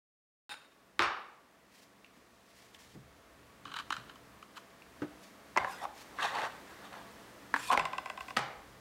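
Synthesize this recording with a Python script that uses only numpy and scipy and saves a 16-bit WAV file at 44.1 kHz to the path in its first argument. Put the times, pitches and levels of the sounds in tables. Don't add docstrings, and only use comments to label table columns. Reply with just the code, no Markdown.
import sys
import numpy as np
from scipy import signal
from scipy.fft import rfft, irfft, next_fast_len
from scipy.io import wavfile
from scipy.ndimage import uniform_filter1d, map_coordinates

SR = 44100
rng = np.random.default_rng(int(sys.argv[2]) if len(sys.argv) > 2 else 0)


def generate_wav(sig):
    pcm = np.round(np.clip(np.atleast_2d(sig).T, -1, 1) * 32767).astype(np.int16)
    wavfile.write(sys.argv[1], SR, pcm)


def convert_level_to_amplitude(level_db):
    exponent = np.asarray(level_db, float) / 20
    return 10 ** exponent


N = 388103

# [f/Hz, level/dB per Hz]
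AIR_SPECTRUM = [(71, -47), (120, -8.5), (153, -7.5), (200, -8.5), (236, -3.5), (295, -2.5), (393, -5),
                (670, -5.5), (727, -8), (1190, -7), (1550, -10), (1790, -9), (2870, -16), (3660, -17.5),
                (16000, -29)]
RUMBLE_SPECTRUM = [(13, -42), (22, -5), (38, 5.5), (70, 11.5), (160, -13.5), (210, -36), (350, -120)]
# [f/Hz, width/Hz, level/dB over the air; for the two lowest, over 10 dB above the rumble]
FRIDGE_LINES = [(120.3, 5.2, -14.5), (160.2, 4.2, -17), (191.56, 2.3, -12.5), (213.2, 2.7, -18),
                (284, 2.6, -14.5), (427, 11, -19.5), (497, 9.4, -19), (675, 9.2, -14.5), (1120, 24, -15.5)]
# [t/s, level/dB]
AIR_LEVEL = [(0.7, -63.5), (1.5, -63.2), (2.66, -61), (3.8, -57.5), (4.8, -56.7), (5.7, -54.2),
             (6.45, -52.3), (7.6, -53), (8.8, -56)]
# [t/s, level/dB]
TRAFFIC_SWELLS = [
    (3.09, -71),
    (3.9, -72),
    (6.2, -72),
    (8.8, -69),
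]

# [f/Hz, width/Hz, level/dB]
BLADE_MODES = [(836, 9.2, 3), (1460, 140, 2.5), (2600, 120, -4), (3230, 34, -5), (3670, 57, 2),
               (4000, 18, -13.5), (3900, 36, -8), (5330, 97, -9), (6940, 44, -7), (8090, 77, -19),
               (8540, 140, -9), (10600, 75, -10)]
BOWL_MODES = [(400, 50, -4), (694, 290, 1), (1250, 1780, 17.5), (1900, 290, 1), (3500, 900, -10),
              (5560, 4200, -2)]
SCRAP_MODES = [(1090, 110, -1), (1400, 168, -1), (1810, 22, -4.5), (2340, 20, -20), (3000, 60, -5),
               (4040, 150, -10), (5130, 47, -19), (6300, 400, -24.5)]
DRAGGED_MODES = [(853, 71, 1.5), (1580, 44, -2), (1980, 41, -2), (2285, 32, -26), (2590, 98, -4),
                 (3660, 115, -3.5), (4560, 86, -8), (5560, 120, -12.5)]
HANDLE_MODES = [(535, 256, -6), (1160, 840, -6), (2900, 700, -13), (4070, 1140, -21)]
EDGE_MODES = [(2500, 70, 4), (3500, 60, 0), (3810, 46, -4), (5300, 150, -7), (7340, 50, -7),
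              (11330, 40, -9)]
BOARD_MODES = [(620, 94, -1.5), (762, 44, 5.5), (1040, 120, 2), (1550, 86, 2), (2008, 92, 0.5),
               (2620, 420, -8), (3520, 510, -11.5), (5120, 200, -10.5), (7360, 140, -11), (8100, 62, -5.5)]
# [f/Hz, level/dB per Hz]
CRACK_SPECTRUM = [(1470, -11), (2500, 3), (5270, -15.5), (8400, -26.5), (16000, -41)]
CLOTH_SPECTRUM = [(530, -22), (900, -1.5), (1460, -13), (1770, -2), (2600, -4.5), (5550, -6.5),
                  (16000, -20)]
STEEL_SPECTRUM = [(900, -35), (2000, -21), (3200, 0.5), (5500, -5), (8500, -4), (12000, -10), (15500, -17),
                  (16500, -40)]

# [t/s, level/dB, rise/s per 20 dB, fall/s per 20 dB, hold/s if any]
RING_STROKES = [
    (0.49, -44, .003, .04, .048),
    (0.565, -58, .02, .17, .025),
]
RUSTLE_STROKES = [(1.744, -58.5, .064, .1, .086), (2.17, -67, .12, .3), (2.608, -58, .45, .26),
                  (2.746, -55, .012, .045), (2.802, -53, .026, .21), (2.95, -59, .08, .015),
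                  (4.57, -49.5, .017, .04), (5.238, -53.5, .06, .11), (5.95, -56, .012, .02, .04),
                  (6.01, -49.5, .055, .11), (8.208, -47, .007, .022), (8.22, -56.5, .02, .025, .09),
                  (8.74, -66, .6, .02, .06)]
PUSH_STROKES = [
    (3.66, -48, .01, .03, .06),
    (3.77, -43, .1, .02, .01),
    (3.783, -36.5, .012, .03, .012),
    (3.926, -33, .012, .027),
    (3.948, -41.5, .012, .083),
    (4.094, -52.5, .04, .057),
    (4.578, -46.5, .034, .014),
]
DRAG_STROKES = [
    (5.6, -50, .015, .21, .04),
    (5.845, -49, .12, .016),
    (6.192, -35.5, .012, .09, .065),
    (6.36, -41, .15, .03, .105),
    (6.496, -60, .02, .05, .07),
    (6.7, -57, .08, .17),
    (6.854, -51.5, .1, .07),
    (6.93, -47.5, .015, .02),
    (6.95, -55, .025, .2, .02),
]
FLAT_STROKES = [
    (5.6, -45, .015, .16, .042),
    (5.833, -42, .04, .03, .01),
    (5.87, -50, .012, .08),
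    (6.254, -36, .08, .03),
    (6.357, -38.5, .1, .03, .11),
    (6.854, -57.5, .1, .08),
    (6.93, -45, .015, .012),
    (6.962, -47.5, .03, .08),
]
SCRATCH_STROKES = [
    (5.6, -59, .015, .21, .04),
    (5.845, -57, .12, .016),
    (6.225, -41, .05, .09, .035),
    (6.355, -47.5, .03, .02, .11),
    (6.3, -52, .05, .05, .05),
    (6.496, -64, .02, .05, .07),
    (6.7, -65, .08, .17),
    (6.854, -59.5, .1, .07),
    (6.93, -55.5, .015, .02),
    (6.95, -61, .025, .2, .02),
]
SKIM_STROKES = [
    (5.712, -52, .075, .15),
    (5.836, -53, .046, .023),
    (7.56, -52, .012, .05, .07),
    (7.645, -48, .1, .02, .055),
    (7.728, -41.5, .04, .022),
]
CHATTER_STROKES = [
    (7.703, -33, .012, .022, .045),
]

# [t/s, peak level/dB, crack level/dB, room level/dB]
BOWL_KNOCKS = [
    (0.541, -37, -10, -8),
    (0.993, -12, -49, 1.5),
    (1.022, -17, -10.5, 2),
    (1.057, -37, -27, -11),
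]
# [t/s, peak level/dB, f/Hz, t60/s]
WORKTOP_THUMPS = [(0.993, -36, 345, 0.2), (2.171, -54.5, 239, 0.085), (2.949, -49.5, 198, 0.19),
                  (3.651, -56.5, 285, 0.31), (3.905, -46.5, 297, 0.066), (2.952, -55, 330, .13),
                  (5.019, -27.5, 300, 0.12), (5.02, -39, 500, .06), (5.02, -42, 200, .1),
                  (5.568, -29.5, 369, 0.06), (6.195, -50, 398, 0.087), (7.539, -42, 280, 0.13),
                  (7.716, -45.5, 254, 0.35), (7.774, -43, 388, 0.11), (8.368, -33.5, 240, 0.071)]
# [t/s, peak level/dB, f/Hz]
FLOOR_BOOMS = [(1.003, -52, 80.7), (2.96, -51, 137), (3.661, -55.5, 122), (3.979, -54, 124),
               (5.598, -53, 110), (6.169, -60, 68), (7.798, -48, 161), (8.206, -60, 64),
               (8.374, -45, 129.5), (8.65, -61.5, 61.1), (1.06, -59, 50), (2.97, -61, 48), (5.6, -54, 45),
               (7.77, -49, 48), (8.3, -60, 60), (8.57, -58, 48)]
# [t/s, peak level/dB, ring f/Hz, crack level/dB]
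JUICE_CLICKS = [
    (2.0453, -42, 2400, -30),
    (2.0624, -49, 2070, -17),
    (2.7467, -43, 2900, -12),
    (4.821, -42, 2340, -25),
]
# [t/s, peak level/dB, ring f/Hz]
SCRAP_TICKS = [(3.6539, -31, 1120), (3.6795, -39, 1260), (3.703, -43, 1380), (3.7177, -40, 1130),
               (3.7404, -28, 1390), (3.7574, -38, 1490), (3.7878, -26.5, 1500), (3.7984, -34, 1250),
               (3.905, -18, 800), (3.925, -22, 1440), (3.9404, -30, 1350), (3.9661, -28, 1520),
               (4.0958, -38.5, 1400), (4.1574, -42, 1120), (4.4265, -38, 1250), (4.568, -45, 1240),
               (4.578, -36, 1080), (4.7042, -51, 1070)]

# [t/s, peak level/dB, low ring f/Hz, high ring f/Hz, crack level/dB] first a heavy knock at
# 5.02 s, then the dragged blade catching on the board
KNOCK_AND_CATCHES = [(5.0195, -31, 1250, 1600, -21), (6.186, -30, 1200, 1580, -30),
                     (6.193, -31, 1340, 1590, -28), (6.205, -28, 1300, 1580, -26), (6.221, -26, 1300, 1580, -24),
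                     (6.241, -28, 1100, 1580, -22), (6.247, -26, 800, 1500, -20), (6.311, -32, 900, 1500, -30),
                     (6.354, -30, 918, 2000, -20), (6.385, -24, 900, 1950, -22), (6.407, -28, 894, 1500, -24),
                     (6.419, -28, 915, 2000, -18), (6.435, -29, 900, 1500, -19), (6.452, -26, 885, 1900, -22),
                     (6.467, -32, 1000, 1500, -28), (6.939, -35.5, 1030, 1450, -24)]
HANDLE_BLOWS = [
    (5.5605, -28, 600, 1700, -40),
    (5.564, -18, 900, 1100, -32),
    (5.574, -12, 1040, 2080, -22),
    (5.577, -17, 1040, 2100, -40),
    (5.582, -17, 1000, 2000, -25),
    (5.646, -19.5, 1040, 1750, -32),
    (5.651, -26, 1040, 800, -40),
    (5.852, -24, 790, 1100, -36),
    (7.775, -11.5, 820, 2100, -22),
]
EDGE_STRIKES = [
    (7.702, -22, 1090, 1000, -30),
    (7.714, -23, 740, 3000, -20),
    (7.718, -19, 1060, 1460, -20),
    (7.725, -20, 800, 3000, -22),
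    (7.731, -17, 1040, 3500, -18),
    (7.739, -22, 1010, 1470, -22),
    (8.366, -24, 1200, 2080, -13),
    (8.37, -14, 1270, 1900, -13),
    (8.382, -27, 820, 2500, -13),
    (8.391, -27, 800, 1850, -14),
]
BOWL_HUM_KNOCK = (8.374, -25, 812, 2170, -40)
# the same columns, then [room level/dB]
FLAT_SLAPS = [
    (7.5405, -11, 1000, 1700, -30, -13),
    (7.545, -19, 1000, 1700, -40, -13),
    (7.5625, -19, 980, 1690, -32, -13),
    (7.566, -22, 1000, 1690, -40, -13),
]
# [t/s, length/s, f/Hz, level/dB]
SUNG_MODES = [(5.585, .055, 770, -41), (5.6, .035, 1050, -43), (5.595, .03, 1550, -47),
              (5.605, .03, 2110, -50), (5.655, .055, 770, -46), (5.655, .05, 1030, -44),
              (5.655, .07, 1650, -53), (5.67, .035, 2050, -55), (5.715, .04, 1480, -50),
              (5.7, .06, 2730, -62), (5.695, .08, 5000, -61), (5.76, .07, 1950, -54),
              (5.805, .055, 3550, -58), (5.805, .055, 5500, -63), (5.87, .05, 850, -54),
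              (7.575, .04, 7330, -55), (7.63, .03, 7330, -56), (7.6, .04, 5600, -62),
              (7.625, .02, 2700, -53), (7.668, .025, 2440, -49), (7.655, .04, 3810, -57),
              (7.65, .06, 8800, -57), (7.682, .018, 1000, -45), (7.7, .016, 1090, -31),
              (7.73, .027, 1040, -31), (8.38, .08, 820, -47)]
# [f/Hz, t60/s]
ROOM_DECAY = [(100, 0.35), (400, 0.81), (1200, 0.64), (3000, 0.56), (6000, 0.46), (12000, 0.11)]


def unit(x):
    return x / np.sqrt(np.mean(x ** 2) + 1e-20)


def along(points, hz):
    f, v = np.transpose(points)
    return np.interp(np.log(hz + 1), np.log(f + 1), v)


def wobble(rate):
    knots = rng.standard_normal(int(N * rate / SR) + 4)
    return map_coordinates(knots, [np.arange(N) * rate / SR])


def filtered(x, response):
    n = x.shape[-1]
    m = next_fast_len(n + 8192)
    return irfft(rfft(x, m) * response(np.fft.rfftfreq(m, 1 / SR)), m)[..., :n]


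def peak(f, hz, width):
    return 1j * f * width / (hz * hz - f * f + 1j * f * width)


def body(modes, damping):
    def response(f):
        return sum((-1) ** k * convert_level_to_amplitude(db) * peak(f, hz, width * damping)
                   for k, (hz, width, db) in enumerate(modes))
    return response


def strokes(rows):
    t = np.arange(0, N / SR + .002, .001)
    power = 1e-11
    for s, db, rise, fall, *hold in rows:
        before = np.maximum((s - t) / abs(rise), 0)
        after = np.maximum((t - s - abs(sum(hold))) / abs(fall), 0)
        power = power + convert_level_to_amplitude(2 * db - 40 * np.minimum(before + after, 10))
    return np.interp(np.arange(N) / SR, t, 10 * np.log10(power))


def grit(spiky_db, rate):
    return unit(rng.standard_normal(N) * convert_level_to_amplitude(spiky_db * wobble(rate)))


def slide(level_db, modes, damping, spiky_db, rate, soft_hz=9000):
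    shape = lambda f: body(modes, damping)(f) / (1 + 1j * f / soft_hz)
    return convert_level_to_amplitude(level_db) * unit(filtered(grit(spiky_db, rate), shape))


def patchy(x, depth_db, bins, frames):
    z = signal.stft(x, nperseg=256)[2]
    field = uniform_filter1d(rng.standard_normal(z.shape), bins, 0)
    field = uniform_filter1d(field, frames, 1)
    return signal.istft(z * convert_level_to_amplitude(depth_db * unit(field)), nperseg=256)[1][:len(x)]


def knocks(rows, modes, damping, rings_db, ring_q, soft_hz, rough, contact_ms, lag_ms,
           level_db, crack_db, room_rings=1):
    s, db, low_hz, high_hz, bright_db, room_db = (c[:, None] for c in np.transpose(rows))
    t = np.arange(3072) / SR
    fade = np.exp(-t * 1000 / contact_ms)
    chance = rng.standard_normal((len(rows), 2, len(t)))

    def rings(f):
        low = 1 + convert_level_to_amplitude(rings_db[0]) * peak(f, low_hz, low_hz / ring_q)
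        high = 1 + convert_level_to_amplitude(rings_db[1]) * peak(f, high_hz, high_hz / ring_q)
        return low * high

    def shape(f):
        bend = np.exp(-4j * np.pi * lag_ms * np.sqrt(f / 1000))
        return body(modes, damping)(f) * rings(f) * bend / (1 + 1j * f / soft_hz) ** 2

    def room_shape(f):
        return shape(f) * rings(f) ** (room_rings - 1)

    def edge(f):
        return convert_level_to_amplitude(along(CRACK_SPECTRUM, f)) * peak(f, 8700, 8400)

    def top(x):
        return x / np.abs(x).max(axis=1, keepdims=True)

    def size(x):
        return np.linalg.norm(x, axis=1, keepdims=True)

    click = (t == t[8]) + 0 * s
    chatter = rough * chance[:, 0] * fade / np.linalg.norm(fade)
    knock = top(filtered(click + chatter, shape))
    crack = filtered(chance[:, 1] * (np.exp(-t / 0.0018) + 0.5 * fade), edge)
    crack = convert_level_to_amplitude(bright_db + crack_db) * top(crack)
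    direct = knock + crack
    room_knock, room_crack = filtered(click, room_shape), filtered(click, edge)
    spread = size(knock) * room_knock / size(room_knock) + size(crack) * room_crack / size(room_crack)
    out = np.zeros((5, N + len(t)))
    starts = np.round((s[:, 0] - lag_ms / 2500) * SR).astype(int)
    for k, at in enumerate(starts):
        out[0, at:at + len(t)] += convert_level_to_amplitude(db[k] + level_db) * direct[k]
        out[1 + k % 4, at:at + len(t)] += convert_level_to_amplitude(db[k] + level_db + room_db[k]) * spread[k]
    return out[:, :N]


def floor():
    air_db = np.interp(np.arange(N) / SR, *np.transpose(AIR_LEVEL))
    steady = convert_level_to_amplitude(-78 + 1.15 * (air_db - air_db.mean()))
    swell_rise_s, swell_fall_s = .6, 1.2
    swells = convert_level_to_amplitude(strokes([(*s, swell_rise_s, swell_fall_s) for s in TRAFFIC_SWELLS]))
    rumble_db = 20 * np.log10(np.hypot(steady, swells))
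    noise = rng.standard_normal((3, N))

    def lines(rows):
        response = lambda f: sum(convert_level_to_amplitude(db) * peak(f, hz, w) ** 2 * np.sqrt(2 * SR / np.pi / w)
                                 for hz, w, db in rows)
        return filtered(noise[1], response)

    air = unit(filtered(noise[0], lambda f: convert_level_to_amplitude(along(AIR_SPECTRUM, f))))
    hum = lines(FRIDGE_LINES[2:])
    drone = lines(FRIDGE_LINES[:2])
    rumble = unit(filtered(noise[2], lambda f: convert_level_to_amplitude(along(RUMBLE_SPECTRUM, f))))
    high = convert_level_to_amplitude(air_db - 2.0 + .45 * wobble(6)) * (air + hum)
    low = convert_level_to_amplitude(rumble_db + 5.0 + 1.4 * wobble(5.5)) * (rumble + convert_level_to_amplitude(10) * drone)
    return high + low


def ringing_blade():
    modes = BLADE_MODES + [(1190, 1600, -10), (5950, 3900, -36)]
    return slide(strokes(RING_STROKES) - 1, modes, damping=1.5, spiky_db=3.3, rate=86, soft_hz=7500)


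def bowl():
    low_hz, high_hz = 1170, 2420
    rows = [(s, db, low_hz, high_hz, *rest) for s, db, *rest in BOWL_KNOCKS]
    return knocks(rows, BOWL_MODES, damping=0.62, rings_db=(-2, -8), ring_q=8, soft_hz=4630, rough=0.56,
                  contact_ms=1.4, lag_ms=2.193, level_db=-0.5, crack_db=0)


def thumps():
    out = np.zeros(N + SR)
    t = np.arange(SR // 3) / SR
    boom_t60_s = .31
    for s, db, hz, t60 in WORKTOP_THUMPS + [(*b, boom_t60_s) for b in FLOOR_BOOMS]:
        dull = lambda f: peak(f, hz, 1.07 * hz) * peak(f, hz, 3 * hz)
        puff = unit(filtered(rng.standard_normal(len(t)), dull))
        boom = np.sin(2 * np.pi * hz * t) + 0.45 * np.sin(2 * np.pi * 1.2 * hz * t) + 0.42 * puff
        onset = 1 - np.exp(-t / 0.0033)
        out[round(s * SR):][:len(t)] += convert_level_to_amplitude(db + 3 - 60 * t / t60) * onset * boom
    return out[:N]


def rustle():
    hiss = unit(filtered(grit(1.8, 90), lambda f: convert_level_to_amplitude(along(CLOTH_SPECTRUM, f))))
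    return convert_level_to_amplitude(strokes(RUSTLE_STROKES) - 4.1) * hiss


def fruit_clicks():
    overtone, room_db = 1.15, -11
    rows = [(s, db, hz, overtone * hz, crack, room_db) for s, db, hz, crack in JUICE_CLICKS]
    return knocks(rows, [(3000, 4000, 0)], damping=1, rings_db=(15, 9), ring_q=7.1, soft_hz=9000, rough=1.0,
                  contact_ms=2.9, lag_ms=0.37, level_db=-2.0, crack_db=11)


def scrap_ticks():
    high_hz, crack_db, room_db = 3050, -20, -16
    rows = [(*r, high_hz, crack_db, room_db) for r in SCRAP_TICKS]
    return knocks(rows, SCRAP_MODES, damping=2.4, rings_db=(6, 2.5), ring_q=7.4, soft_hz=5500, rough=0.98,
                  contact_ms=4, lag_ms=1.48, level_db=-3.0, crack_db=15)


def pushed_scraps():
    return slide(strokes(PUSH_STROKES) - 3.5, SCRAP_MODES, damping=4.5, spiky_db=4.5, rate=120, soft_hz=4000)


def knife_contacts():
    kinds = [(HANDLE_BLOWS, -12.5), (KNOCK_AND_CATCHES, -9), (EDGE_STRIKES, -7), ([BOWL_HUM_KNOCK], 1.5)]
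    rows = [(*row, room_db) for table, room_db in kinds for row in table]
    rows = sorted(rows, key=lambda r: r[0])
    return knocks(rows, HANDLE_MODES, damping=1.28, rings_db=(11, 13), ring_q=11.8, soft_hz=3000, rough=.35,
                  contact_ms=5, lag_ms=1.6, level_db=-0.9, crack_db=11, room_rings=.7)


def sung_modes():
    s, length, hz, db = (c[:, None] for c in np.transpose(SUNG_MODES))
    t = np.arange(6144) / SR
    q = 26
    tone = filtered(rng.standard_normal((len(SUNG_MODES), len(t))), lambda f: peak(f, hz, hz / q) ** 2)
    swell = np.sin(np.pi * np.clip(t / length, 0, 1)) ** .6
    power = (swell * tone ** 2).sum(1, keepdims=True) / swell.sum(1, keepdims=True)
    tone = convert_level_to_amplitude(db) * swell * tone / np.sqrt(power)
    out = np.zeros(N + len(t))
    for at, row in zip(np.round(s[:, 0] * SR).astype(int), tone):
        out[at:at + len(t)] += row
    return out[:N]


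def dragged_knife():
    drag = slide(strokes(DRAG_STROKES) - .8, DRAGGED_MODES[1:3] + [(1170, 30, 0)], damping=7, spiky_db=1.5,
                 rate=300, soft_hz=2500)
    flat = slide(strokes(FLAT_STROKES) - .7, DRAGGED_MODES[:1], damping=3.3, spiky_db=1.5,
                 rate=200, soft_hz=1200)
    return patchy(drag + flat, 1.5, bins=2, frames=8)


def scratch():
    modes = DRAGGED_MODES[4:] + [(7400, 600, -17)]
    bite = slide(strokes(SCRATCH_STROKES), modes, damping=5, spiky_db=2.6, rate=400, soft_hz=7000)
    return patchy(bite, 2.2, bins=2, frames=5)


def skimming_edge():
    level_db = strokes(SKIM_STROKES)
    sing = slide(level_db - 5, EDGE_MODES, damping=1.3, spiky_db=4, rate=45)
    hiss = unit(filtered(grit(2.2, 200), lambda f: convert_level_to_amplitude(along(STEEL_SPECTRUM, f))))
    return patchy(convert_level_to_amplitude(level_db - 2.5) * hiss + sing, 2.3, bins=2, frames=9)


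def flat_slaps():
    return knocks(FLAT_SLAPS, [(1400, 1500, 0)], damping=1.1, rings_db=(15, 15.5), ring_q=9, soft_hz=3500,
                  rough=.3, contact_ms=4, lag_ms=.8, level_db=-.7, crack_db=11, room_rings=.6)


def chattering_edge():
    modes = [(640, 260, -12), BOARD_MODES[2]]
    return slide(strokes(CHATTER_STROKES) - .7, modes, damping=.9, spiky_db=1.5, rate=52, soft_hz=1500)


def rocking_knife():
    start_s, period_s, shrink, loss_db, landing_db = 7.795, .137, .923, 2.5, 4.5
    bounce_s, bounce_db = .014, -10
    heel_lag_s, heel_gains_s = .059, .009
    tip_db, tip = -23, (1040, 2510, -17, -10.5)
    heel_db, heel = -22.3, (1090, 2780, -15, -13)
    rows = []
    for k in range(5):
        s = start_s + period_s * (1 - shrink ** k) / (1 - shrink)
        lost_db = loss_db * k
        rows.append((s, tip_db - lost_db + landing_db * (k == 0), *tip))
        rows.append((s + bounce_s, tip_db - lost_db + bounce_db, *tip[:2], -60, tip[3]))
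        rows.append((s + heel_lag_s - heel_gains_s * k, heel_db - lost_db, *heel))
    return knocks(rows, BOARD_MODES, damping=0.73, rings_db=(8, 12), ring_q=9, soft_hz=5000, rough=0.4,
                  contact_ms=2.8, lag_ms=1.8, level_db=-0.2, crack_db=7, room_rings=.1)


def kitchen(sends):
    hz, t, z = signal.stft(rng.standard_normal((4, SR * 3 // 4)), SR, nperseg=256)
    late = convert_level_to_amplitude(-60 * t / along(ROOM_DECAY, hz)[:, None])
    near = 0.55 * convert_level_to_amplitude(-60 * t / 0.14)
    tail = signal.istft(z * (late + near), SR, nperseg=256)[1]
    tail = tail / np.linalg.norm(tail, axis=1, keepdims=True)
    tail = np.pad(tail, ((0, 0), (round(0.0033 * SR), 0)))
    return signal.fftconvolve(sends, tail, axes=1)[:, :N].sum(axis=0)


def scene():
    background = floor()
    rubs = ringing_blade() + pushed_scraps() + sung_modes() + dragged_knife()
    rubs = rubs + scratch() + skimming_edge() + chattering_edge()
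    hits = bowl() + fruit_clicks() + scrap_ticks() + knife_contacts() + flat_slaps() + rocking_knife()
    boom = thumps()
    sends = hits[1:] + (convert_level_to_amplitude(-20) * rubs + convert_level_to_amplitude(-24) * boom)
    return (hits[0] + rubs + boom + rustle() + kitchen(sends) + background)[None]


def top_cut(x):
    return signal.sosfilt(signal.butter(12, 16430, fs=SR, output="sos"), x)


def record(dry):
    top_hz, bass_hz, start_s = 15830, 38, .4935
    heard = filtered(dry, lambda f: (f < top_hz) * (1j * f / (bass_hz + 1j * f)) ** 2)
    mix = heard * (np.arange(N) >= start_s * SR)
    return top_cut(mix)


dry = scene()
out = record(dry)
generate_wav(out)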